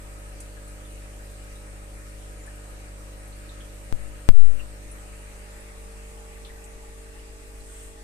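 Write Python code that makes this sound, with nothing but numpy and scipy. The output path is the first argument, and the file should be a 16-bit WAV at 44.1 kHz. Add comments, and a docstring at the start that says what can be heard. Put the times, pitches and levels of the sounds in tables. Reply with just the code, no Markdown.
"""At an aquarium: a pump hums at mains pitch over softly moving water; small bubbles burst at the surface.
The microphone moves along the tank, so standing waves and tank resonances recolour hum and water.
Twice its left channel pops electrically; the second pop is a hard knock that drives the limiter.
A brief high hiss swells near the end."""
import sys
import numpy as np
from scipy import signal
from scipy.fft import rfft, irfft
from scipy.io import wavfile
from scipy.ndimage import uniform_filter1d

SR = 44100
rng = np.random.default_rng(int(sys.argv[2]) if len(sys.argv) > 2 else 0)


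def put_to_file(sound):
    """Save the sound as 16-bit audio at rate SR, in the file named by the first command-line argument."""
    columns = np.atleast_2d(sound).T  # one column per channel
    safe = np.clip(columns, -1, 1)
    whole_steps = np.round(safe * 32767)
    wavfile.write(sys.argv[1], SR, whole_steps.astype(np.int16))


N = 354123
TIME = np.arange(N) / SR

# microphone path: t/s, place along the tank (spots 0, 1, 2)
MIC_PATH = [(0, 0.024), (4.6, 0), (5.7, 0.71), (6.7, 1.28), (7.35, 1.7), (8.03, 1.7)]


def gain_of(db):
    """dB to amplitude factor."""
    return 10 ** (np.asarray(db) / 20)


def unit_rms(x):
    """Scale to rms 1."""
    return x / np.sqrt(np.mean(x ** 2) + 1e-20)


def at_hz(table, hz):
    """Interpolate over log frequency."""
    f, value = np.transpose(table)
    return np.interp(np.log(hz + 1), np.log(f + 1), value)


def follow(table, x):
    """Interpolate linearly."""
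    return np.interp(x, *np.transpose(table))


def add(mix, start_s, sound):
    """Mix a sound in at start_s."""
    part = mix[:, max(round(start_s * SR), 0):][:, :sound.shape[1]]
    part += sound[:, :part.shape[1]]


def drift(knots):
    """Slow random curve across the scene."""
    return np.interp(TIME, np.linspace(0, TIME[-1], knots), rng.standard_normal(knots))


def patches(shape, frames, bins):
    """Random field (channel, frame, bin), smoothed, rms 1."""
    field = uniform_filter1d(rng.standard_normal(shape), frames, axis=1)
    return unit_rms(uniform_filter1d(field, bins, axis=2))


def pump(mains_hz=50.0, waver_db=0.37, scatter_rad=0.12, left_delay_s=0.00029):
    """The armature kicks once per mains cycle; high harmonics cross the tank and arrive out of step."""
    # standing-wave hum: harmonic number, peak level/dB at spots 0, 1, 2
    harmonics = [(1, -38.5, -40.5, -42.5), (2, -49, -57, -57), (3, -57.5, -61, -65.5), (4, -56, -57, -64),
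                 (5, -67, -63.5, -63), (6, -55.5, -66.5, -53), (7, -63.5, -63, -73), (8, -62.5, -58.5, -56),
                 (9, -59.5, -50.5, -52.5), (10, -64.5, -87, -65), (11, -56, -62.5, -65),
                 (12, -55, -56.5, -63.5), (13, -66, -67, -60), (15, -85, -63, -90), (16, -92, -85, -77),
                 (17, -83, -68, -80), (19, -68, -70, -76), (23, -86, -65, -70), (24, -67, -62, -72),
                 (25, -76, -77, -78), (27, -78, -66, -82), (30, -74, -78, -77)]
    place, out = follow(MIC_PATH, TIME), np.zeros((2, N))
    cycle_rad = 2 * np.pi * np.arange(round(SR / mains_hz)) * mains_hz / SR
    stereo_rad = 2 * np.pi * mains_hz * left_delay_s * np.array([[-.5], [.5]])
    for k, *spots_db in harmonics:
        level_db = np.interp(place, np.arange(3), spots_db) + waver_db * min(k / 6, 1) * drift(knots=20)
        offset_rad = scatter_rad * rng.standard_normal() + stereo_rad
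        period = np.cos(k * (cycle_rad + offset_rad))
        out += gain_of(level_db) * np.tile(period, N // len(cycle_rad) + 1)[:, :N]
    return out


def trickle_db(place, outflow_place=0.56, outflow_db=2.3, fade_db_per_place=3):
    """The trickle is loudest at the outflow and fades to either side."""
    return outflow_db - fade_db_per_place * abs(place - outflow_place)


def water(wash_db=-51.5, rumble_db=-49, ripple_rms_db=1.8, n_fft=2048, hop=512):
    """Rumble and trickling wash, coloured by tank resonances that change as the microphone moves."""
    # moving water, its fizz lifted by the microphone port: f/Hz, relative level/dB
    wash_spectrum = [(400, -35), (700, -1), (1000, -1), (1400, -2), (1900, 0), (2680, -1), (3100, -8.5),
                     (6000, -8.5), (7200, -5), (8200, -0.5), (9000, -2), (10500, -11.5), (12400, -13),
                     (14200, -17.5)]
    # tank and room rumble: f/Hz, relative level/dB
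    rumble_spectrum = [(3, 1), (15, -4), (30, 6), (55, -4), (80, -12), (120, -18), (220, -20), (320, -15),
                       (400, -20.5), (520, -15), (650, -24), (800, -48), (1400, -65)]
    # tank resonances: f/Hz, width/Hz, lift/dB at spot 0, lift/dB from spot 1 on
    resonances = [(317, 37, 4, -1), (272, 13.3, -21, 10), (732, 39, 8, -1), (828, 32, 3, 11),
                  (1040, 83, -3.5, -0.5), (1276, 46, 8, 4), (1470, 68, 4, -2), (1630, 44, 1, -0.5),
                  (1832, 33, 2.5, 3), (2360, 62, 4.5, -3.5), (11030, 770, 3.5, 2.5)]
    # how far each band follows the trickle: f/Hz, share
    trickle_share = [(100, 0.12), (500, 0.34), (1000, 1), (2500, 1), (4000, 0.26), (8000, 0.35)]
    # flicker from gurgles: f/Hz, rms depth/dB
    gurgle_depth = [(100, .6), (1000, 1.3), (3000, 1.6), (8000, 1.2), (13000, 2.2)]
    # left-right likeness: f/Hz, correlation
    correlation = [(20, 0.66), (100, 0.43), (300, 0.71), (600, 0.29), (1000, -0.18), (2000, -0.12),
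                   (4000, -0.1), (14000, 0.075)]
    # channel balance: f/Hz, left minus right/dB
    balance = [(50, 3), (600, 0.5), (1200, 2), (2000, 4), (4000, -2), (8000, 0), (13000, 3)]
    hz = np.fft.rfftfreq(n_fft, 1 / SR)
    t = np.arange(N // hop + 5) * hop / SR
    place = follow(MIC_PATH, t)[:, None]
    moved = np.clip(place, 0, 1)
    shape = (2, len(t), len(hz))
    noise = rng.standard_normal(shape) + 1j * rng.standard_normal(shape)
    rho = at_hz(correlation, hz)
    noise[1] = rho * noise[0] + np.sqrt(1 - rho ** 2) * noise[1]
    wash = gain_of(wash_db) * unit_rms(gain_of(at_hz(wash_spectrum, hz)))
    rumble = gain_of(rumble_db) * unit_rms(gain_of(at_hz(rumble_spectrum, hz)))
    tank_db = sum((near_db + (far_db - near_db) * moved) / (1 + (2 * (hz - mode_hz) / width_hz) ** 4)
                  for mode_hz, width_hz, near_db, far_db in resonances)
    flow_db = trickle_db(place) * at_hz(trickle_share, hz)
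    # weak room modes ripple the spectrum, differently per spot and channel
    near, far = (patches((2, 1, len(hz)), frames=1, bins=3) for _ in range(2))
    ripple_db = ripple_rms_db * (near + (far - near) * moved)
    balance_db = at_hz(balance, hz) * np.array([.5, -.5])[:, None, None]
    gurgle_db = at_hz(gurgle_depth, hz) * patches((1, len(t), len(hz)), frames=7, bins=30)
    gain = np.hypot(wash, rumble) * gain_of(tank_db + flow_db + ripple_db + balance_db + gurgle_db)
    framing = dict(nperseg=n_fft, noverlap=n_fft - hop, time_axis=1, freq_axis=2)
    white = signal.istft(noise, **framing)[1][:, :N]
    coloured = signal.istft(noise * gain, **framing)[1][:, :N]
    return coloured / white.std()


def ping(hz, width_hz, t60_s):
    """Decaying noise band: a ping smeared by reflections between water and glass."""
    t = np.arange(SR // 5) / SR
    f = np.fft.rfftfreq(len(t), 1 / SR)
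    spectrum = rfft(rng.standard_normal((2, len(t))))
    ring = irfft(spectrum / (1 + (2 * (f - hz) / width_hz) ** 2), len(t))
    attack = 1 - np.exp(-t * width_hz)
    return unit_rms(ring) * gain_of(-60 * t / t60_s) * attack


def bubble(hz, ref_hz=3000):
    """Smaller bubbles ping higher, wider and shorter."""
    ratio = hz / ref_hz
    return ping(hz, width_hz=400 * ratio ** 0.66, t60_s=0.14 * ratio ** -0.25)


def bubbles_and_drops(simmer_per_s=17, faintest_db=-60, spread_db=4, left_db=1):
    """Clear bubbles burst and drops tick on the surface, over a random simmer of faint bubbles."""
    # bursting bubbles: t/s, f/Hz, level/dB
    bursts = [(.185, 11200, -51), (.565, 1620, -48), (.678, 9250, -47), (.85, 3530, -54), (1.19, 1600, -48),
              (1.553, 3830, -55), (2.433, 7050, -49), (2.466, 1730, -45.5), (3.276, 11200, -51),
              (3.36, 10940, -53), (3.49, 3750, -47.5), (3.603, 3300, -47.5), (4.398, 4200, -51),
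              (4.593, 2730, -42.5), (4.912, 9700, -42.5), (5.603, 10100, -48), (6.492, 1880, -47)]
    # drop impacts: t/s, f/Hz, width/Hz, level/dB, t60/s
    drops = [(.4027, 8600, 3370, -39.5, .1), (2.463, 8800, 2000, -47, .11),
             (6.448, 3560, 1210, -47.5, 0.24), (6.64, 7900, 1700, -44, .09)]
    # simmer pitches, mostly tiny high bubbles: cumulative share, f/Hz
    simmer_pitch = [(0, 1200), (.4, 3200), (.45, 7500), (1, 11600)]
    out = np.zeros((2, N))
    for start_s, hz, db in bursts:
        add(out, start_s, gain_of(db) * bubble(hz))
    for start_s, hz, width_hz, db, t60_s in drops:
        add(out, start_s, gain_of(db) * ping(hz, width_hz, t60_s))
    for when, quantile, strength in rng.random((round(simmer_per_s * TIME[-1]), 3)):
        db = faintest_db + spread_db * strength ** 2
        add(out, when * TIME[-1], gain_of(db) * bubble(follow(simmer_pitch, quantile)))
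    return out * gain_of([[left_db], [-left_db]])


def pops(hold_s=0.014, settle_s=0.043, ring_hz=8300, ring_db=-24, ring_decay_s=0.0003):
    """The left microphone's voltage jumps with a tiny ring, holds, swings below zero and settles."""
    # voltage jumps: t/s, level/dB before the limiter, fall to zero/s
    jumps = [(3.926, -14, 0.039), (4.2895, 13, 0.023)]
    out, t = np.zeros((2, N)), np.arange(SR) / SR
    after_hold_s = np.maximum(t - hold_s, 0)
    ring = gain_of(ring_db) * np.sin(2 * np.pi * ring_hz * t) * np.exp(-t / ring_decay_s)
    for start_s, db, fall_s in jumps:
        pulse = (1 - after_hold_s / fall_s) * np.exp(-after_hold_s / settle_s)
        add(out[:1], start_s, gain_of(db) * (pulse + ring)[None])
    return out


def swish(start_s=7.56, attack_s=0.17, hold_s=0.12, release_s=0.08, level_db=-49.5):
    """A brief swell of high hiss."""
    # hiss spectrum: f/Hz, relative level/dB
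    spectrum = [(1500, -19), (3000, -11), (5000, -22), (7000, -9.5), (8500, 1), (10000, -14), (14000, -21)]
    colour = gain_of(at_hz(spectrum, np.fft.rfftfreq(SR, 1 / SR)))
    hiss = unit_rms(irfft(rfft(rng.standard_normal((2, SR))) * colour, SR))
    corners_s = np.cumsum([0, attack_s, hold_s, release_s])
    envelope = np.interp(np.arange(SR) / SR, corners_s, [0, 1, 1, 0])
    out = np.zeros((2, N))
    add(out, start_s, gain_of(level_db) * hiss * envelope)
    return out


def scene():
    """Stereo sum of all sources."""
    return pump() + water() + swish() + bubbles_and_drops() + pops()


def record(dry, ceiling_db=-0.1, recovery_db_per_s=70, cutoff_hz=14330):
    """Per-channel limiter, instant clamp and slow recovery; then a low-pass."""
    over_db = np.maximum(20 * np.log10(abs(dry) + 1e-9) - ceiling_db, 0)
    recovery_db = TIME * recovery_db_per_s
    reduction_db = np.maximum.accumulate(over_db + recovery_db, axis=1) - recovery_db
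    limited = dry / gain_of(reduction_db)
    low_pass = signal.firwin(511, cutoff_hz, window=("kaiser", 9), fs=SR)
    return signal.oaconvolve(limited, low_pass[None], "same")


dry = scene()
out = record(dry)
put_to_file(out)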